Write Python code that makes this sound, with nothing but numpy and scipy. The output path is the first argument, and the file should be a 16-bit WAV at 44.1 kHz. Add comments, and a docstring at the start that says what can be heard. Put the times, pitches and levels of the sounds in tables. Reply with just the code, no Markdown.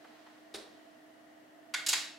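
"""A quiet living room, where clothes hangers are moved along a metal rail.
Soft taps and a rustle come first, then one dull knock against the rack with hooks ticking around it.
Then a hanger clacks onto the rail and its wire hook chatters against its neighbours.
Hits are filtered clicks plus dying sine waves, and the room adds reflections to the clicks and knocks.
Rustle, shudder and fan are coloured noise; a wavering sine adds the fan's hum."""
import sys
import numpy as np
from scipy import signal
from scipy.fft import rfft, irfft
from scipy.io import wavfile

SR = 44100
rng = np.random.default_rng(int(sys.argv[2]) if len(sys.argv) > 2 else 0)


def master_out(mix):
    """Clip the mix to full scale and print it as 16-bit PCM to the path in sys.argv[1]."""
    frames = np.transpose(np.atleast_2d(mix))
    ceiling = np.clip(frames, -1, 1)
    pcm = np.round(ceiling * 32767).astype(np.int16)
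    wavfile.write(sys.argv[1], SR, pcm)


N = 96402

# All levels of hanger, handling and rack sounds are set before the left/right balance.
# Hook hitting rail: [t/s, level/dB, midrange boost/dB, treble boost/dB, hanger body ring/dB]
HOOK_CLACKS = [(1.739, -7.5, 2.5, 3.5, 2), (1.7405, -6.5, 6.5, -2.5, 3), (1.8642, 2, -13.5, 2, -17.5),
               (1.8845, -12, -22, 17, -22), (1.8867, 3, -16, 1, -31), (1.8890, 1, -15, 6.5, -39),
               (1.9000, -2, -10, 3, -35), (1.9273, -7.5, 2.5, -1, -16), (1.930, 3.5, -1, -0.5, -23.5),
               (1.9339, -0.5, 2.5, -14, -12)]
# Sharp sound of hook on rail: [f/Hz, relative level/dB]
CLACK_COLOUR = [(40, -33), (150, -25), (400, -16.5), (800, -5.5), (1500, -2.5), (2800, 1), (4600, 2),
                (5900, -3.5), (7100, 1), (8300, -5.5), (9100, -10.5), (10700, -9), (13200, -21),
                (15200, -24)]
# Ringing tones of the hanger's body: [f/Hz, relative level/dB, time to fall 60 dB/s]
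BODY_TONES = [(1473, 1.5, 0.078), (1576, -2, 0.051), (1730, -9.5, 0.11), (1898, 3.5, 0.043),
              (2147, 0.5, 0.09), (2214, -9, .07), (2267, -2.5, .06), (3283, -7, .05), (3530, -2, .06),
              (4620, -9, 0.037)]
# Longer ringing tones of hooks and rail: [f/Hz, relative level/dB, time to fall 60 dB/s]
WIRE_TONES = [(1465, -1, 0.46), (2120, -17, 0.22), (2650, -8.5, 0.91), (2824, 1, 0.42), (3260, 1, .4),
              (3820, 1.5, 0.52), (3792, -1, 0.42), (4015, -26, 0.39), (4370, -5, 0.25), (4400, 3, .38),
              (4670, -1, 0.21), (4930, -1.5, 0.45), (5311, 1, 0.49), (7100, -7, 0.28), (6800, -12, 0.47),
              (7330, -10, 0.32), (7740, -9, 0.46), (10740, -8, 0.26)]

# Dull knock against the rack, a single row: [t/s, level/dB]
RACK_KNOCK = (.5442, -11)
# Thud of the knock: [f/Hz, relative level/dB]
KNOCK_COLOUR = [(25, -30), (80, -12), (150, -23.5), (215, -2), (320, 3), (560, -1), (1000, -8.5),
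                (2000, -10.5), (3000, -16), (4000, -10.5), (6000, -35), (15000, -45)]
# Ringing tones of the rack: [f/Hz, relative level/dB, time to fall 60 dB/s]
RACK_TONES = [(224, -0.5, 0.11), (318, 5, 0.081), (398, -2.5, .24), (552, -10, 0.15), (699, -9, 0.22)]
# The laden rack shudders, most strongly just after the last clacks: [t/s, level/dB]
SHUDDER_LEVEL = [(1.55, -109), (1.75, -78), (1.92, -78), (1.96, -70), (2.19, -85)]
# Low rumble of the shudder: [f/Hz, relative level/dB]
SHUDDER_COLOUR = [(20, -11), (55, 10), (110, 11), (190, 16), (400, -35), (2000, -64)]

# Hangers nudged in the hand: [t/s, level/dB]
HAND_TAPS = [(.044, -26), (.053, -29.5), (.108, -32), (.163, -34), (.265, -26), (.278, -48)]
# Soft sound of those taps: [f/Hz, relative level/dB]
TAP_COLOUR = [(100, -25), (400, 3.5), (800, 7), (1700, 3), (2700, -7), (4200, -9), (7000, -28),
              (15000, -34)]
# Hooks ticking together around the knock: [t/s, level/dB]
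HOOK_TICKS = [(.541, -14.5), (.553, -16), (.5572, -22)]
# Bright sound of those ticks: [f/Hz, relative level/dB]
TICK_COLOUR = [(100, -44), (1000, -5.5), (2900, -2.5), (3900, 7), (4700, 2), (5400, 2), (6100, -4),
               (8300, -5), (9800, -3), (11000, -12.5), (15500, -22)]
# Loudness of the cloth rustle: [t/s, level/dB]
RUSTLE_LEVEL = [(0, -65), (.09, -63.5), (.2, -63.5), (.35, -64.5), (.5, -69), (.75, -65), (1.0, -71.5),
                (1.6, -78.5)]
# Sound of the cloth: [f/Hz, relative level/dB]
RUSTLE_COLOUR = [(100, -44), (400, -2.5), (1500, -3), (2800, -6), (4200, -6.5), (7000, -17), (15000, -30)]

# Moving air: [f/Hz, relative level/dB]
AIR_COLOUR = [(25, -50), (50, -38), (90, -13.5), (160, -11), (250, -2), (370, -3.5), (560, -4.5),
              (760, -2.5), (950, -8.5), (1400, -9), (1900, -8), (2400, -15.5), (3000, -12.5), (3600, -19),
              (5500, -22.5), (9000, -26), (16000, -29.5)]
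# Stereo spread of the air: [f/Hz, left/right difference compared with shared sound/dB]
AIR_SPREAD = [(40, -10), (120, -8.5), (380, -1.5), (1000, 0.5), (2400, -2), (8000, -0.5), (14000, -12)]
# Fan resonances: [f/Hz, distance from centre to -6 dB/Hz, left level/dB, right level/dB, stereo width]
FAN_WHIRR = [(661.3, 34, -69.5, -60, 0.74), (276, 51, -67.5, -68.5, 0.66), (1900, 135, -69, -79.5, .8)]
# How long the room's tail lasts: [f/Hz, time to fall 60 dB/s]
ROOM_DECAY = [(100, 0.37), (400, 0.58), (1500, 0.54), (4500, 0.48), (8000, 0.39), (14000, 0.35)]

WIRE_DB, RACK_DB = -10.5, -4.5  # ring compared with its hit
LEFT_DB, RIGHT_DB = -1.5, -0.37
# Reflections compared with the direct sound: the near cluster, then the tail
NEAR_DB, NEAR_RISE_S, NEAR_LENGTH_S = 11, 0.0011, 0.012
ROOM_DB, SOFT_ROOM_DB, ROOM_BUILD_S = 7.5, 7, 0.018
# Stereo widths: 0 is the same on both sides, 1 is unrelated
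NEAR_WIDTH, ROOM_WIDTH, RUSTLE_WIDTH, SHUDDER_WIDTH = 0.33, 0.54, 0.88, 0.3
AIR_DB, HUM_HZ, HUM_DB = -62, 308.2, -63.5
HUM_WAVER = 0.043  # rms wander: share of the level, and radians of phase
EDGE_HZ = 15900


def hangers():
    """Each contact is a hard click with a short ring of the hanger's body; hooks and rail ring on."""
    out = np.zeros((2, N))
    for s, db, mid_db, top_db, body_db in HOOK_CLACKS:
        hit = click(CLACK_COLOUR, mid_db, top_db) + amp(body_db) * ring(BODY_TONES)
        add(out, s, amp(db) * room(hit, ROOM_DB))
        wire = unit(widen([ring(WIRE_TONES), ring(WIRE_TONES)], ROOM_WIDTH))
        add(out, s, amp(db + WIRE_DB) * wire)
    return out


def rack():
    """A knock makes the frame ring dully; low noise is its shudder under the hung clothes."""
    out = swell(SHUDDER_LEVEL) * noise(lambda hz: read(SHUDDER_COLOUR, hz), SHUDDER_WIDTH)
    s, db = RACK_KNOCK
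    hit = click(KNOCK_COLOUR) + amp(RACK_DB) * ring(RACK_TONES)
    add(out, s, amp(db) * room(hit, SOFT_ROOM_DB))
    return out


def handling():
    """Shifting garments by hand gives short taps and hook ticks, with cloth friction as noise."""
    out = swell(RUSTLE_LEVEL) * noise(lambda hz: read(RUSTLE_COLOUR, hz), RUSTLE_WIDTH)
    for hits, colour in (HAND_TAPS, TAP_COLOUR), (HOOK_TICKS, TICK_COLOUR):
        for s, db in hits:
            add(out, s, amp(db) * room(click(colour), SOFT_ROOM_DB))
    return out


def fan():
    """Moving air, a few fuzzy resonances and one slightly wavering hum line."""
    air_width = amp(read(AIR_SPREAD, np.fft.rfftfreq(N, 1 / SR)))
    out = amp(AIR_DB) * noise(lambda hz: read(AIR_COLOUR, hz), air_width)
    for centre, width, left_db, right_db, spread in FAN_WHIRR:
        band = noise(lambda hz: -20 * np.log10(1 + ((hz - centre) / width) ** 2), spread)
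        out = out + amp([[left_db], [right_db]]) * band
    # Slow noise, mostly below 8 Hz, moves the hum's level; played backwards it moves the phase
    drift = noise(lambda hz: -20 * np.log10(1 + (hz / 8) ** 2), 0.59)
    turn = 2 * np.pi * HUM_HZ * np.arange(N) / SR
    hum = (1 + HUM_WAVER * drift) * np.sin(turn + HUM_WAVER * drift[:, ::-1])
    return out + amp(HUM_DB) * np.sqrt(2) * hum


def room(sound, room_db):
    """Direct sound, a tight cluster of reflections from wall and window, and a diffuse tail."""
    t = np.arange(SR * 3 // 4) / SR
    cluster = rng.choice([-1., 1.], (2, len(t)))
    cluster = cluster * (1 - np.exp(-t / NEAR_RISE_S)) / (1 + (t / NEAR_LENGTH_S) ** 6)
    # The tail is noise cut into frequency bands, each fading at its own rate
    hz, at, bands = signal.stft(rng.standard_normal((2, len(t))), SR, nperseg=256)
    bands = bands * amp(-60 * at / read(ROOM_DECAY, hz)[:, None])
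    tail = signal.istft(bands, SR)[1][:, :len(t)]
    tail = tail * (1 - np.exp(-(t / ROOM_BUILD_S) ** 2))
    direct = t == 0
    near = amp(NEAR_DB) * unit(widen(cluster, NEAR_WIDTH))
    far = amp(room_db) * unit(widen(tail, ROOM_WIDTH))
    return signal.fftconvolve(sound[None], unit(direct + near + far), axes=1)


def click(colour, mid_db=0, top_db=0, size=4096):
    """A hit starts at once and dies quickly; its colour can have the midrange and treble boosted."""
    hz = abs(np.fft.fftfreq(size, 1 / SR))
    gain = amp(read(colour, hz))
    mid = mid_db / (1 + (hz / 2700) ** 4) * hz ** 2 / (hz ** 2 + 500 ** 2)
    top = top_db * (1 - 1 / (1 + (hz / 7500) ** 4))
    gain = gain / np.sqrt(np.mean(gain ** 2)) * amp(mid + top)
    # The Hilbert transform finds the phase that puts the energy as early as possible
    wave = np.fft.ifft(np.exp(np.conj(signal.hilbert(np.log(gain + 1e-6))))).real
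    return np.pad(wave[:size // 2], (0, SR // 2 - size // 2))


def ring(modes, detune=0.00093):
    """Dying sine waves of total energy 1; the object radiates little below its first listed tone."""
    t = np.arange(SR // 2) / SR
    wave = np.zeros(len(t))
    for hz, db, t60 in modes:
        sign = rng.choice([-1, 1])
        pitch = hz * (1 + detune * rng.normal())  # slightly different each time
        wave += amp(db - 60 * t / t60) * sign * np.sin(2 * np.pi * pitch * t)
    low_cut = signal.butter(2, modes[0][0], "high", fs=SR, output="sos")
    return unit(signal.sosfilt(low_cut, wave))


def noise(colour, width):
    """Stereo noise of rms 1; colour gives dB by frequency, width is one value or one per frequency."""
    spectrum = widen(rfft(rng.standard_normal((2, N))), width)
    spectrum = spectrum * amp(colour(np.fft.rfftfreq(N, 1 / SR)))
    return unit(irfft(spectrum, N)) * np.sqrt(N)


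def swell(points):
    """Turns a level curve into a gain for every sample."""
    return amp(np.interp(np.arange(N) / SR, *np.transpose(points)))


def widen(pair, width):
    """Makes left and right partly alike by adding and subtracting a second signal."""
    return np.array([pair[0] + width * pair[1], pair[0] - width * pair[1]])


def add(mix, s, sound):
    """Mixes a stereo sound in at time s, in seconds."""
    part = mix[:, round(s * SR):][:, :sound.shape[1]]
    part += sound[:, :part.shape[1]]


def read(points, hz):
    """Joins table points by straight lines over log frequency."""
    f, value = np.transpose(points)
    return np.interp(np.log(hz + 1), np.log(f + 1), value)


def unit(x):
    """Scales to an energy of 1, averaged over the channels."""
    return x / np.sqrt(np.mean(np.sum(x ** 2, -1)) + 1e-20)


def amp(db):
    """Turns decibels into gain."""
    return 10 ** (np.asarray(db) / 20)


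def scene():
    """The rack stands a little to the right, so it is louder there; the fan fills the room."""
    clothes_rail = hangers() + rack() + handling()
    return clothes_rail * amp([[LEFT_DB], [RIGHT_DB]]) + fan()


def record(dry):
    """A low-pass filter removes the highest treble."""
    low_pass = signal.firwin(511, EDGE_HZ, window=("kaiser", 9), fs=SR)
    return signal.oaconvolve(dry, low_pass[None], "same")


dry = scene()
out = record(dry)
master_out(out)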